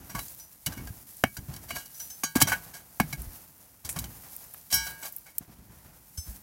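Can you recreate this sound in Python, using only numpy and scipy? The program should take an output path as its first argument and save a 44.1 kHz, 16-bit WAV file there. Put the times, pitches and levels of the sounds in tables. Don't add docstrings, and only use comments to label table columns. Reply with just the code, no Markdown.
import sys
import numpy as np
from scipy import signal
from scipy.fft import rfft, irfft, next_fast_len
from scipy.io import wavfile

SR = 44100
rng = np.random.default_rng(int(sys.argv[2]) if len(sys.argv) > 2 else 0)


def store_pcm(level_fs):
    pcm = np.round(np.clip(level_fs, -1, 1) * 32767).astype(np.int16)
    wavfile.write(sys.argv[1], SR, np.atleast_2d(pcm).T)


N = 283456
AGE = np.arange(SR) / SR
SHORT_AGE = AGE[:8192]

# start_s, crunch_db, crack_db, contact_t60_s, stone_hz, ring_db,
# freedom (0 wedged, 1 free), favoured_hz
BLOWS = [(0.094, -46.5, -43.5, 0.1, 1120, -42, 0.36, 5702),
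         (0.148, -36.5, -38, 0.066, 1050, -27.5, 0.19, 1110), (.181, -43, -44, 0.049, 900, -42, 0.13, 1128),
         (0.19, -36.5, -34, 0.037, 1120, -39, 0.2, 4000), (.661, -40.5, -24.5, 0.045, 2240, -41, 0.3, 5300),
         (0.667, -37, -51, .026, 1090, -23.5, 0.03, 2900), (.72, -46, -42.5, 0.076, 1510, -52, 0.37, 2900),
         (0.775, -47.5, -46, 0.037, 1530, -42.5, 0.27, 2204),
         (0.872, -47, -43.5, 0.032, 1310, -41, 0.088, 1629),
         (1.2379, -9.5, -20.5, 0.013, 2300, -37.5, 0.3, 2320),
         (1.367, -43.5, -37, 0.047, 1590, -28, 0.1, 5702), (1.534, -62, -44, 0.062, 2000, -42, 0.1, 4527),
         (1.563, -50, -39.5, 0.032, 1970, -44, .15, 5702), (1.682, -50, -44, .2, 2000, -43, .56, 4527),
         (1.705, -30, -35.5, 0.035, 2200, -43.5, 0.68, 2900),
         (1.748, -47, -37.5, 0.19, 1340, -46, 0.12, 12595),
         (1.763, -32, -61, 0.026, 696, -35.5, 0.17, 1629), (1.856, -68, -43, 0.026, 2000, -43, 0.18, 5702),
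         (2.2345, -28, -25, 0.041, 1180, -21.5, 0.4, 6540),
         (2.3532, -27.5, -25, 0.073, 1080, -28.5, 0.25, 1629),
         (2.402, -33.5, -22.5, 0.058, 765, -28.5, 0.11, 3178),
         (2.4146, -16.5, -13.5, 0.027, 2920, -27.5, 0.35, 3178),
         (2.42, -25, -7.5, 0.027, 766, -24, 0.12, 5702),
         (2.47, -31.5, -31.5, 0.09, 1400, -15.5, 0.12, 5930),
         (2.48, -35, -32.5, 0.16, 1250, -40.5, 0.7, 1520),
         (2.5176, -23.5, -29.5, 0.072, 1740, -16.5, 0.16, 1497),
         (2.735, -49, -42.5, 0.16, 1570, -49, 0.22, 1629),
         (2.9988, -19, -21.5, 0.03, 1020, -26.5, 0.18, 2204),
         (3.126, -37, -33.5, .049, 2310, -26.5, 0.13, 2220), (3.847, -56, -35, 0.075, 1500, -53, .12, 5600),
         (3.959, -39.5, -38, 0.078, 1140, -42, .12, 1128),
         (3.987, -48, -29.5, 0.038, 1330, -57, 0.082, 4830), (4.04, -43, -37, 0.027, 840, -49, 0.21, 3010),
         (4.7009, -44.5, -34, 0.34, 2200, -34, 0.21, 4830), (4.7242, -33, -22.5, .05, 2400, -19, .95, 5443),
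         (4.865, -44.5, -37, 0.097, 1470, -46.5, 0.71, 3957),
         (5.024, -45.5, -41, 0.15, 1270, -31, 0.24, 7850), (5.051, -43, -38, 0.08, 800, -38, 0.1, 1629),
         (5.259, -54, -54, 0.16, 2090, -61, .07, 2204)]
def knocks():
    stone, steel = np.zeros((2, N))
    for start_s, crunch_db, crack_db, contact_t60, stone_hz, ring_db, freedom, favoured_hz in BLOWS:
        add(stone, start_s, contact(crunch_db, crack_db, contact_t60, stone_hz))
        add(steel, start_s, bar_ring(ring_db, freedom, favoured_hz, contact_t60))
    return stone, steel


# pitch_hz, level_db, t60_s
BAR_MODES = [(158, -17, 1.5), (715, -15, .3), (904, -14, .95), (1128, -12, .6), (1497, -8, .65),
             (1629, -3, .95), (2204, -8, .5), (2266, -9, .7), (2900, -16, .75), (3010, -15, .5),
             (3178, -9, .38), (3957, -10, .55), (4527, -13, .6), (4830, -7, .36), (5443, -7, .27),
             (5702, 0, .32), (5911, -8, .45), (6236, -7, .25), (6640, -5, .27), (7074, -14, .4),
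             (7412, -16, .35), (7850, -10, .42), (8500, -14, .42), (8812, -12, .35), (9080, -10, .4),
             (9776, -10, .18), (10225, -5, .22), (10680, -14, .35), (11400, -14, .2), (12595, -5, .19)]
def bar_ring(ring_db, freedom, favoured_hz, contact_t60):
    hz, db, t60 = np.transpose(BAR_MODES)
    octaves = np.abs(np.log2(hz / favoured_hz))
    favoured_db, falloff_db = 7, 6.5
    db = np.where(octaves == octaves.min(), favoured_db, db - falloff_db * np.tanh(octaves))
    gain = from_db(db + 2 * rng.standard_normal(len(hz)))
    gain = np.sqrt(2) * from_db(ring_db) * gain / np.linalg.norm(gain)
    freedom = np.clip(freedom, .05, 1)
    hz = hz * (1 + .004 * (1 - freedom) * rng.standard_normal(len(hz)))
    age = AGE[:int(freedom * SR)]
    phase = 2 * np.pi * (hz[:, None] * age + rng.random((len(hz), 1)))
    modes = np.sin(phase) * np.exp(-np.log(1000) * age / (freedom * t60[:, None]))
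    build_up = 1 - np.exp(-age / (0.13 * max(contact_t60, 1e-3)))
    choke = np.exp(-(age / (.37 * freedom)) ** 6)
    return gain @ modes * choke * build_up


def through_bar(spectrum, width_hz, lift_db):
    points_hz, points_db = np.transpose(spectrum)
    hz = np.arange(points_hz[0], points_hz[-1], 20)
    mode_hz, mode_db, _ = np.transpose(BAR_MODES)
    peak_power = from_db(lift_db + mode_db / 2) ** 2
    peaks = peak_power / (1 + (2 * (hz[:, None] - mode_hz) / width_hz) ** 2)
    base_db = np.interp(np.log(hz), np.log(points_hz), points_db)
    return hz, base_db + 10 * np.log10(1 + peaks.sum(axis=1))


# frequency_hz, level_db
CRUNCH_SPECTRUM = [(150, -5.5), (420, -5), (750, 0), (1100, -6), (1550, -7), (2300, -4.5), (2900, -10),
                   (3600, -27.5), (7000, -37.5)]
CRACK_SPECTRUM = [(1500, -23), (3600, -1.5), (4600, -1), (5800, -5), (7500, -0.5), (10000, -3), (13000, 4),
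                  (16000, 4)]
def contact(crunch_db, crack_db, t60, stone_hz, stone_db=6, stone_octaves=.2):
    size = len(SHORT_AGE)
    hz, db = through_bar(CRUNCH_SPECTRUM, width_hz=38, lift_db=18)
    resonance_db = stone_db / (1 + (np.log2(hz / stone_hz) / stone_octaves) ** 2)
    dull = np.column_stack([hz, db + resonance_db])
    bright = np.column_stack(through_bar(CRACK_SPECTRUM, width_hz=45, lift_db=20))
    crunch = from_db(crunch_db) * colour(grains(size, per_s=8200, spread_db=2.5), dull)
    crack = from_db(crack_db) * colour(grains(size, per_s=18000, spread_db=5), bright)
    bite = swell(SHORT_AGE, rise_s=0.063 * t60, t60=t60)
    slips = from_db(-23 + 4 * wander(size, per_s=180))
    skid = slips * swell(SHORT_AGE, rise_s=.3 * t60, t60=2.5 * t60)
    return (crunch + crack) * (bite + skid)


# start_s, level_db, pitch_hz, t60_s
THUD_TONES = [(.148, -38, 193, .06), (0.667, -26.5, 138, 0.039), (0.775, -36.5, 138, .17),
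              (.903, -29.5, 98, 0.036), (1.24, -17.5, 251, 0.025), (1.239, -27.5, 800, 0.033),
              (1.383, -35.5, 136, .05), (1.484, -34, 138, .12), (2.237, -32.5, 244, 0.023),
              (2.359, -11.5, 257, 0.024), (2.419, -20, 283, 0.048), (2.427, -18, 127, 0.047),
              (3.0, -20.5, 763, 0.015), (3.004, -13.5, 212, 0.027), (3.033, -33, 153, 0.19),
              (3.133, -29.5, 140, 0.084), (3.183, -31, 60.7, 0.33), (3.272, -28, 56.3, 0.052),
              (3.962, -30.5, 164, 0.091), (4.764, -37, 60.4, 0.45), (5.408, -37, 205, 0.015),
              (6.181, -28, 78.6, 0.076), (6.283, -32, 57, 0.17)]
def thuds():
    out = np.zeros(N)
    for start_s, db, hz, t60 in THUD_TONES:
        tone = np.sin(2 * np.pi * hz * SHORT_AGE)
        add(out, start_s, from_db(db) * tone * swell(SHORT_AGE, rise_s=0.0036, t60=t60))
    return out


# start_s, level_db, pitch_hz, t60_s
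CHIP_LANDINGS = [(0.662, -35, 12000, .009), (0.283, -33, 7400, 0.018), (.853, -42, 11300, .011),
                 (1.169, -33, 10100, .015), (3.219, -28.5, 12100, 0.024), (4.365, -25, 12500, .008),
                 (3.8911, -21, 8950, 0.13), (3.893, -31.5, 2180, 0.042), (3.928, -27, 10400, 0.013),
                 (3.992, -28, 11400, 0.055), (4.5377, -29, 12300, 0.03), (4.545, -37.5, 1280, 0.017),
                 (4.741, -10.5, 12300, 0.11), (5.124, -28, 13700, 0.023), (5.164, -22.5, 14300, .022),
                 (5.1833, -31, 14650, 0.031), (5.3825, -11.5, 11900, 0.017)]
def chips():
    out = np.zeros(N)
    for start_s, db, hz, t60 in CHIP_LANDINGS:
        band = [(hz * 0.45, -26), (hz * 0.68, -9), (hz, 0), (hz * 1.66, -10)]
        body = colour(rng.standard_normal(len(SHORT_AGE)), band)
        snap = from_db(db - 3) * swell(SHORT_AGE, rise_s=.0001, t60=0.0012)
        rattle = from_db(db - 8) * swell(SHORT_AGE, rise_s=0.00059, t60=t60)
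        add(out, start_s, body * (snap + rattle))
    return out


# start_s, level_db, pitch_hz, t60_s, side_modes_db
FLAKE_GRAZES = [(.396, -45, 5912, .23, -12), (1.943, -48, 5911, .24, -12), (1.998, -35.5, 5908, .21, -15),
                (2.099, -41, 6170, .25, -7), (6.173, -38.5, 6161, .27, 0)]
# pitch_ratio, level_db
FLAKE_MODES = [(1, 0), (.857, -2), (1.293, -6), (1.466, -8), (1.534, -7), (1.73, -9), (1.852, -5)]
def pings():
    out = np.zeros(N)
    for start_s, db, hz, t60, side_db in FLAKE_GRAZES:
        add(out, start_s, contact(db - 17, db - 5, t60=.07, stone_hz=1500))
        for ratio, mode_db in FLAKE_MODES:
            gain = from_db(db + mode_db + side_db * (ratio != 1))
            envelope = swell(AGE, rise_s=0.0032, t60=t60 / np.sqrt(ratio))
            add(out, start_s, gain * np.sin(2 * np.pi * hz * ratio * AGE) * envelope)
    return out


# start_s, rumble_db, gravel_db, rumble_t60_s
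RUBBLE_SHIFTS = [(0, -48, -56.5, 0.94), (0.141, -37.5, -53.5, 0.3), (.665, -36, -49, 0.31),
                 (0.768, -37.5, -53, 0.66), (1.24, -41.5, -64, 0.22), (1.374, -43, -56, 0.43),
                 (1.478, -43.5, -52.5, 0.94), (1.719, -41, -55, 0.22), (1.995, -63, -61.5, 0.94),
                 (2.37, -38.5, -44, 0.24), (2.45, -36.5, -46, 0.5), (2.65, -56.5, -57, 0.95),
                 (3.0, -41, -53.5, 0.83), (3.17, -47, -55, 0.95), (3.84, -48.5, -52.5, 1),
                 (3.958, -38, -52.5, .7), (4.23, -70, -56.5, 1.0), (4.728, -40, -55, 0.28),
                 (4.86, -54.5, -51, 0.47), (5.408, -54, -56.5, 0.12), (5.478, -48.5, -60.5, 0.43),
                 (5.58, -47, -63.5, 0.38), (5.69, -51, -61, 0.55), (5.84, -57, -60.5, 1.0),
                 (6.26, -51, -58.5, 1)]
# frequency_hz, level_db
HOLLOW_SPECTRUM = [(25, -34.5), (45, 0.5), (65, 3.5), (85, -2), (105, 1.5), (150, -3.5), (185, -3.5),
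                   (235, -8), (300, -9.5), (420, -21), (800, -58.5)]
GRAVEL_SPECTRUM = [(150, 7.5), (400, 2.5), (800, 6.5), (1200, 1.5), (1700, 0.5), (2500, -4), (3600, -8.5),
                   (6000, -6)]
def rubble(spurts, rise_s=0.0044, rest_rumble_db=-65.5, rest_gravel_db=-66.5):
    rumble_power = np.full(N, from_db(rest_rumble_db) ** 2)
    gravel_power = np.full(N, from_db(rest_gravel_db) ** 2)
    for start_s, rumble_db, gravel_db, t60 in RUBBLE_SHIFTS:
        add(rumble_power, start_s, (from_db(rumble_db) * swell(AGE, rise_s, t60)) ** 2)
        add(gravel_power, start_s, (from_db(gravel_db) * swell(AGE, rise_s, 2.02 * t60)) ** 2)
    rumble = from_db(0.5) * colour(rng.standard_normal(N), HOLLOW_SPECTRUM)
    gravel = from_db(1.7 * spurts) * colour(grains(N, per_s=4900, spread_db=0), GRAVEL_SPECTRUM)
    return np.sqrt(rumble_power) * rumble + np.sqrt(gravel_power) * gravel


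# time_s, level_db
TRICKLE_LEVELS = [(0.0, -56.5), (0.3, -49), (0.5, -56.5), (1.25, -50.5), (1.47, -53), (2.15, -51),
                  (2.58, -50.5), (2.86, -56), (3.24, -50), (3.7, -59), (3.88, -60), (4.03, -50.5),
                  (4.78, -54), (4.96, -50.5), (5.49, -63), (5.98, -59), (6.3, -49), (6.43, -55)]
# start_s, length_s, level_db
GRIT_POURS = [(0.15, 0.17, -45.5), (1.9, 0.28, -45), (4.26, 0.17, -45.5), (4.809, 0.12, -40),
              (5.004, 0.11, -43.5)]
# frequency_hz, level_db
GRIT_SPECTRUM = [(1500, -15), (3500, -12.5), (5500, -6), (8000, -4.5), (10500, 0), (13000, 2.5),
                 (16000, -1)]
def grit(spurts, trickle_gain_db=2, crumbs_db=-12):
    flow_db = np.interp(np.arange(N) / SR, *np.transpose(TRICKLE_LEVELS))
    power = from_db(flow_db + trickle_gain_db) ** 2
    for start_s, length_s, db in GRIT_POURS:
        add(power, start_s, from_db(db) ** 2 * np.hanning(int(length_s * SR)))
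    hiss = from_db(2 * spurts) * colour(grains(N, per_s=9000, spread_db=2.8), GRIT_SPECTRUM)
    crumbs = from_db(crumbs_db) * colour(grains(N, per_s=70, spread_db=3), GRIT_SPECTRUM)
    return np.sqrt(power) * (hiss + crumbs)


def rock_face(x, level_db, t60):
    spectrum = [(100, -11.5), (2500, 3.5), (6000, 0.5), (16000, -37.5)]
    scatter = colour(rng.standard_normal(len(SHORT_AGE)), spectrum)
    scatter *= swell(SHORT_AGE, rise_s=0.0015, t60=t60)
    return from_db(level_db) * signal.fftconvolve(x, scatter / np.linalg.norm(scatter))[:N]


def grains(size, per_s, spread_db):
    strength = from_db(spread_db * np.minimum(rng.exponential(1, size), 5))
    return strength * rng.choice([-1, 1], size) * (rng.random(size) < per_s / SR)


def colour(x, spectrum):
    size = next_fast_len(len(x))
    hz, db = np.transpose(spectrum)
    log_hz = np.log(np.arange(size // 2 + 1) * SR / size + 1)
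    beyond = np.abs(log_hz - np.clip(log_hz, np.log(hz[0]), np.log(hz[-1])))
    gain = from_db(np.interp(log_hz, np.log(hz), db)) * np.exp(-2 * beyond)
    shaped = irfft(rfft(x, size) * gain, size)[:len(x)]
    return shaped / np.sqrt(np.mean(shaped ** 2) + 1e-20)


def swell(age, rise_s, t60):
    shape = (1 - np.exp(-age / max(rise_s, 1e-5))) * np.exp(-np.log(1000) * age / max(t60, 1e-3))
    return shape / shape.max()


def wander(size, per_s):
    knots = rng.standard_normal(int(size / SR * per_s) + 2)
    return np.interp(np.arange(size) / SR * per_s, np.arange(len(knots)), knots)


def from_db(db):
    return 10 ** (np.asarray(db) / 20)


def add(out, start_s, sound):
    start = int(np.clip(start_s * SR, 0, N - 1))
    out[start:start + len(sound)] += sound[:N - start]


def scene():
    stone, steel = knocks()
    hits = stone + chips()
    impacts = hits + rock_face(hits, level_db=-20, t60=.09) + steel + pings() + thuds()
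    spurts = wander(N, per_s=36)
    return (impacts + rubble(spurts) + grit(spurts))[None]


def record(dry, low_hz=32, high_hz=15900, ceiling=.65):
    thinned = signal.sosfilt(signal.butter(2, low_hz, "high", fs=SR, output="sos"), dry)
    rounded = ceiling * np.tanh(thinned / ceiling)
    return signal.sosfilt(signal.ellip(10, .2, 70, high_hz, fs=SR, output="sos"), rounded)


dry = scene()
out = record(dry)
store_pcm(out)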